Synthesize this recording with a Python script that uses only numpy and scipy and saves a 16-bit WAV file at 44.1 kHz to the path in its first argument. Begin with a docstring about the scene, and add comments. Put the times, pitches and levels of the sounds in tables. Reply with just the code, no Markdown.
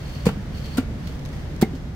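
"""A parking lot under wet ice. Close to the stereo microphone a steel bar is driven down three times.
Each stroke crunches through the crust and stops on the slab with a dull thud; the gripped bar rings
briefly, and chips spray, clink and patter down. Between strokes the tip drags in the slush.
Cars and walls answer the strokes faintly; far off, traffic rumbles and engines idle."""
import sys
import numpy as np
from scipy import signal
from scipy.fft import rfft, irfft, next_fast_len
from scipy.io import wavfile
from scipy.ndimage import map_coordinates

SR = 44100
rng = np.random.default_rng(int(sys.argv[2]) if len(sys.argv) > 2 else 0)


def int16_out(signal):
    """Quantize to a 16-bit WAV file."""
    q = np.round(np.clip(np.atleast_2d(signal).T, -1, 1) * 32767)
    wavfile.write(sys.argv[1], SR, q.astype(np.int16))


N = 85995

# the bar stops on the slab: start_s, three modes of (pitch_hz, level_db, t60_s), knock_db
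SLAB_HITS = [(0.2655, 184, 3.5, 0.039, 470, 0.5, 0.031, 1384, -28, 0.081, -22),
             (.2878, 190, -15, .045, 445, -17, .022, 1330, -15, 0.021, -21.5),
             (0.7812, 252.6, -2.5, 0.065, 452, -18, 0.055, 710, -23, 0.042, -24),
             (1.6256, 217.6, 8, .028, 330, 7, .02, 768, -11.5, 0.044, -29)]
# how hard the tip drags in the slush: time_s, level_db
TIP_DRAG = [(0, -53.5), (.06, -48.5), (.12, -49), (.155, -47), (.22, -50.5), (.33, -52.5), (.5, -66),
            (.54, -51.5), (.58, -46), (.615, -51.5), (.662, -45), (.69, -49), (.76, -46.5), (.84, -78),
            (1.08, -49.5), (1.2, -63), (1.39, -54.5), (1.5, -72), (1.6, -66), (1.68, -72), (1.76, -53.5),
            (1.82, -87)]
# likeness of left and right for traffic and small sounds: frequency_hz, correlation
AIR_LIKENESS = [(30, 0.92), (150, 0.96), (300, 0.86), (600, 0.3), (1200, 0.29), (2500, -0.18),
                (5000, 0.036), (15000, -0.13)]
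# likeness of left and right for the strokes: frequency_hz, correlation
HIT_LIKENESS = [(200, 0.98), (800, 0.75), (1500, 0.8), (2600, -0.25), (5000, 0.0089), (15000, 0)]


def amp(db):
    """Decibels to gain."""
    return 10 ** (np.asarray(db) / 20)


def unit(x):
    """Scale to rms 1."""
    return x / np.sqrt(np.mean(x ** 2) + 1e-20)


def along(points, hz):
    """Interpolate (frequency_hz, value) points on a log axis."""
    knots_hz, values = np.transpose(points)
    return np.interp(np.log(hz + 1), np.log(knots_hz + 1), values)


def curve(points):
    """Interpolate (time_s, value) points, one value per sample."""
    return np.interp(np.arange(N) / SR, *np.transpose(points))


def wobble(rate_hz):
    """A smooth random curve with rate_hz knots a second."""
    return map_coordinates(rng.standard_normal(N // 4), [np.arange(N) * rate_hz / SR], mode="wrap")


def filtered(x, response):
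    """Filter x by a gain given as a function of frequency."""
    size = next_fast_len(N + 8192)
    return irfft(rfft(x, size) * response(np.fft.rfftfreq(size, 1 / SR)), size)[..., :N]


def noise(gain, likeness):
    """Stereo noise of rms 1 with a given colour and left-right likeness."""
    def mid_side_gain(hz):
        angle = np.arccos(np.clip(along(likeness, hz), -1, 1)) / 2
        return gain(hz) * np.array([np.cos(angle), np.sin(angle)])
    mid, side = filtered(rng.standard_normal((2, N)), mid_side_gain)
    return unit(np.array([mid + side, mid - side]))


def colour(points, tilt_db=0):
    """Gain of a spectrum, tilted by tilt_db per octave about 5 kHz."""
    return lambda hz: amp(along(points, hz) + tilt_db * np.log2((hz + 1) / 5000))


def burst(start_s, rise_s, t60_s, hold_s=0):
    """Attack, hold and exponential release."""
    age = np.maximum(np.arange(N) / SR - start_s, 0)
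    return (1 - np.exp(-age / rise_s)) * np.exp(-np.log(1000) * np.maximum(age - hold_s, 0) / t60_s)


def ring(start_s, hz, rise_s, t60_s):
    """One damped mode."""
    return np.sin(2 * np.pi * hz * (np.arange(N) / SR - start_s)) * burst(start_s, rise_s, t60_s)


def grainy(depth_db, rate_hz):
    """Uneven gain of many tiny fractures, rms 1."""
    return unit(amp(depth_db * wobble(rate_hz)))


def traffic():
    """Far engines rumble under the even roar of tyres."""
    # spectra of tyres and engines: frequency_hz, level_db
    tyre_spectrum = [(300, 0), (380, -8), (540, -8), (800, -14), (1100, -16.5), (1400, -17.5), (2000, -18),
                     (2600, -23.5), (3300, -24), (5300, -28.5), (8000, -36.5), (11000, -40.5), (15500, -43)]
    engine_spectrum = [(15, -26), (30, -2), (50, 0.5), (70, 1.5), (105, -1.5), (147, -4.5), (190, -8),
                       (250, -10.5), (330, -19.5), (450, -22), (800, -35), (4000, -104)]
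    # their slow swells: time_s, level_db
    tyre_swell = [(0.0, -47.5), (0.976, -48.5), (1.52, -48), (1.776, -50), (1.95, -51)]
    engine_swell = [(0, -32), (.7, -30), (1.4, -31), (1.95, -32.5)]
    roar = noise(lambda hz: amp(along(tyre_spectrum, hz)) * hz ** 4 / (hz ** 4 + 300 ** 4), AIR_LIKENESS)
    rumble = noise(colour(engine_spectrum), AIR_LIKENESS)
    roar_db = curve(tyre_swell) + 5.5 + 0.17 * wobble(9.7)
    rumble_db = curve(engine_swell) + np.array([[-0.6], [0.6]])  # a little to the right
    return amp(roar_db) * roar + amp(rumble_db) * rumble


def idling_engines():
    """Two engines idle far off, each a low hum with a wavering phase."""
    # engine hums: pitch_hz, level_db
    hums = [(68.5, -38), (147, -38.5)]
    t = np.arange(N) / SR
    return sum(amp(db) * np.sin(2 * np.pi * hz * t + wobble(6)) for hz, db in hums)


def slush_drag():
    """Slush rasps along the tip; harder dragging brings out a high resonance of the steel."""
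    # rasp of slush: frequency_hz, level_db
    slush_spectrum = [(800, -1), (2000, 0), (3100, 6), (3900, -5), (5000, -1.5), (7000, -8), (10500, -12),
                      (12000, -12.5), (15500, -10.5)]
    steel_hz, width_hz = 4420, 210
    drag_db = curve(TIP_DRAG)
    rasp = noise(colour(slush_spectrum), AIR_LIKENESS) * grainy(2.4, rate_hz=520)
    steel = noise(lambda hz: 1 / (1 + ((hz - steel_hz) / width_hz) ** 2), likeness=[(4000, 0.2)])
    steel *= grainy(2.8, rate_hz=90)
    steel_db = drag_db.max() + 1 + 2.03 * (drag_db - drag_db.max())
    return amp(drag_db + 0.5) * rasp + amp(steel_db) * steel


def patter():
    """Fine crumbs fall, louder as the tip drags harder, and loose chips tick on the wet ground."""
    # chips land: start_s, level_db, t60_s, left_minus_right_db
    landings = [(1.0725, -34, 0.022, -8), (1.085, -50, 0.08, -4), (1.124, -43, .012, 0),
                (1.149, -49, 0.044, 1), (1.1932, -38, .012, -6.5), (1.2512, -40, 0.032, 0),
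                (1.257, -44, 0.065, 2), (1.289, -41, 0.012, -5), (1.3292, -47, 0.096, 0),
                (1.563, -39.5, 0.011, 0), (1.752, -51, 0.15, 5)]
    # tick of falling ice: frequency_hz, level_db
    tick_spectrum = [(800, -5), (2500, -0.5), (4300, 2.5), (6500, -2), (9000, -10.5), (12000, -10),
                     (15500, -14)]
    crumbs_per_s, rise_s = 27, 0.00028
    tick = noise(colour(tick_spectrum), AIR_LIKENESS) * grainy(2.6, rate_hz=500)
    chips = sum(amp(db + np.array([[pan_db], [-pan_db]]) / 2) * burst(start, rise_s, t60)
                for start, db, t60, pan_db in landings)
    crumbs = sum(size * burst(when * N / SR, rise_s, t60_s=0.019)
                 for when, size in rng.random((int(crumbs_per_s * N / SR), 2)))
    drag_db = curve(TIP_DRAG)
    crumb_db = -51 + 0.79 * (drag_db - drag_db.mean())
    return tick * (chips + amp(crumb_db) * crumbs)


def crust_crunch():
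    """The crust crackles while the tip sinks in; chips spray once it is through."""
    # the tip breaks the crust: start_s, length_s, level_db, tilt_db_per_octave, spray_db, spray_t60_s
    strokes = [(0.2546, 0.01, -27.5, -0.5, -25, 0.11), (0.771, 0.012, -26.5, -0.2, -32.5, 0.13),
               (1.6136, 0.01, -25, .5, -25.5, 0.059)]
    # spectra of breaking crust and flying chips: frequency_hz, level_db
    crust_spectrum = [(200, 10), (700, -6), (1500, -2), (3000, -6.5), (4400, -4), (5500, -9), (8000, -6.5),
                      (10500, -12.5), (12500, -11.5), (15500, -13)]
    spray_spectrum = [(200, -17), (700, 2), (1400, -7.5), (2300, 4), (2950, 0.5), (3900, -10), (4400, -0.5),
                      (5300, -11), (8000, -10.5), (11000, -17), (15500, -19)]
    out = np.zeros((2, N))
    spray = noise(colour(spray_spectrum), HIT_LIKENESS) * grainy(1, rate_hz=700)
    for start, length, db, tilt_db, spray_db, spray_t60 in strokes:
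        crust = noise(colour(crust_spectrum, tilt_db), HIT_LIKENESS) * grainy(4, rate_hz=1800)
        out += amp(db) * crust * burst(start, rise_s=0.00027, t60_s=0.024, hold_s=length)
        out += amp(spray_db) * spray * burst(start + length, rise_s=0.0011, t60_s=spray_t60)
    return out


def slab_thuds():
    """The slab gives a hard knock and three quickly damped modes at each spot, but no deep bass."""
    # knock of steel on the slab: frequency_hz, level_db
    knock_spectrum = [(60, 0), (200, 2), (450, -7), (600, -9), (870, 1.5), (1050, -6), (1400, -4.5),
                      (1900, -16), (3000, -17), (6000, -30)]
    mode_rise_s, right_lag_s, knock_lead_s, low_cut_hz = 0.0032, 0.00016, 0.00047, 48
    out = np.zeros((2, N))
    knock = noise(colour(knock_spectrum), HIT_LIKENESS)
    for start, *modes, knock_db in SLAB_HITS:
        for hz, db, t60 in np.reshape(modes, (3, 3)):
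            out += amp(db) * np.array([ring(start + lag, hz, mode_rise_s, t60) for lag in (0, right_lag_s)])
        envelope = burst(start - knock_lead_s, rise_s=0.002, t60_s=0.044, hold_s=0.0015)
        out += amp(knock_db) * knock * envelope
    return signal.sosfilt(signal.butter(2, low_cut_hz, "high", fs=SR, output="sos"), out)


def bar_ring():
    """Each stop rings the steel, louder after a harder knock; the hands damp it."""
    # bending modes of the gripped bar: pitch_hz, relative_db, t60_s
    modes = [(1144, -3, .1), (1360, -3, .08), (1590, -9, .1), (1803, -6, .11), (2000, -7, .09),
             (2275, -6, .07), (2908, -6, .13), (3660, -9, .1), (4330, -9, .08), (4680, -13, .07)]
    rise_s, scatter_db = 0.00033, 1.5
    out = np.zeros((2, N))
    for start, *_, knock_db in SLAB_HITS:
        ring_db = -33 + 0.34 * (knock_db + 21)
        for hz, db, t60 in modes:
            gain = amp(ring_db + db + rng.normal(0, scatter_db))
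            lags_s = rng.uniform(0, 0.00036, 2)  # each mode reaches left and right differently
            out += gain * np.array([ring(start + lag, hz, rise_s, t60) for lag in lags_s])
    return out


def lot_reflections(strokes):
    """Cars and walls return a tail that is shorter in the treble."""
    decay = [(200, 0.36), (2000, 0.28), (10000, 0.16)]  # frequency_hz, t60_s
    delay_s, crossfeed = 0.011, 0.77
    hz, t, spectrum = signal.stft(rng.standard_normal((2, SR // 2)), SR, nperseg=256)
    tail = signal.istft(spectrum * amp(-60 * t / along(decay, hz)[:, None]), SR, nperseg=256)[1]
    tail = tail + crossfeed * tail[::-1]
    response = np.pad(tail, ((0, 0), (int(delay_s * SR), 0))) / np.linalg.norm(tail[0])
    return signal.fftconvolve(strokes, response, axes=1)[:, :N]


def soft_bumps():
    """Soft low bumps on the slab, probably boots shifting."""
    # bumps: start_s, pitch_hz, level_db, t60_s
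    bumps = [(0.37, 197.5, -20.5, 0.14), (.909, 239, -22.5, 0.046), (.952, 239, -27, .1),
             (1.06, 183, -23, .07), (1.735, 260, -19.5, 0.089), (1.855, 240, -28, 0.085)]
    return sum(amp(db) * ring(start, hz, rise_s=0.0011, t60_s=t60) for start, hz, db, t60 in bumps)


def ice_clinks():
    """Plates of ice ring for a moment as they break free or land."""
    # ringing plates: start_s, pitch_hz, level_db, t60_s
    plates = [(0.7818, 1386, -21.5, .03), (1.332, 1910, -43, .06), (1.631, 2194, -29.5, 0.045),
              (1.635, 2103, -32, .07)]
    return sum(amp(db) * ring(start, hz, rise_s=0.001, t60_s=t60) for start, hz, db, t60 in plates)


def scene():
    """Close strokes and their faint reflections, small sounds between them, traffic in the distance."""
    strokes = crust_crunch() + slab_thuds() + bar_ring() + ice_clinks()
    reflections = amp(-18.5) * lot_reflections(strokes)
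    return strokes + reflections + slush_drag() + patter() + soft_bumps() + traffic() + idling_engines()


def record(dry):
    """The microphone ports colour the treble; the recorder clips at full scale and cuts the very top."""
    # port resonances: centre_hz, width_hz, gain_db
    ports = [(6240, 180, 2.5), (10500, 410, -2.5), (11600, 330, 3), (12900, 450, 0)]
    top_hz = 15780

    def port_gain(hz):
        return amp(sum(db * np.exp(-((hz - centre) / width) ** 2) for centre, width, db in ports))
    clipped = np.clip(filtered(dry, port_gain), -1, 1)
    return filtered(clipped, lambda hz: 1 / np.sqrt(1 + (hz / top_hz) ** 300))


dry = scene()
out = record(dry)
int16_out(out)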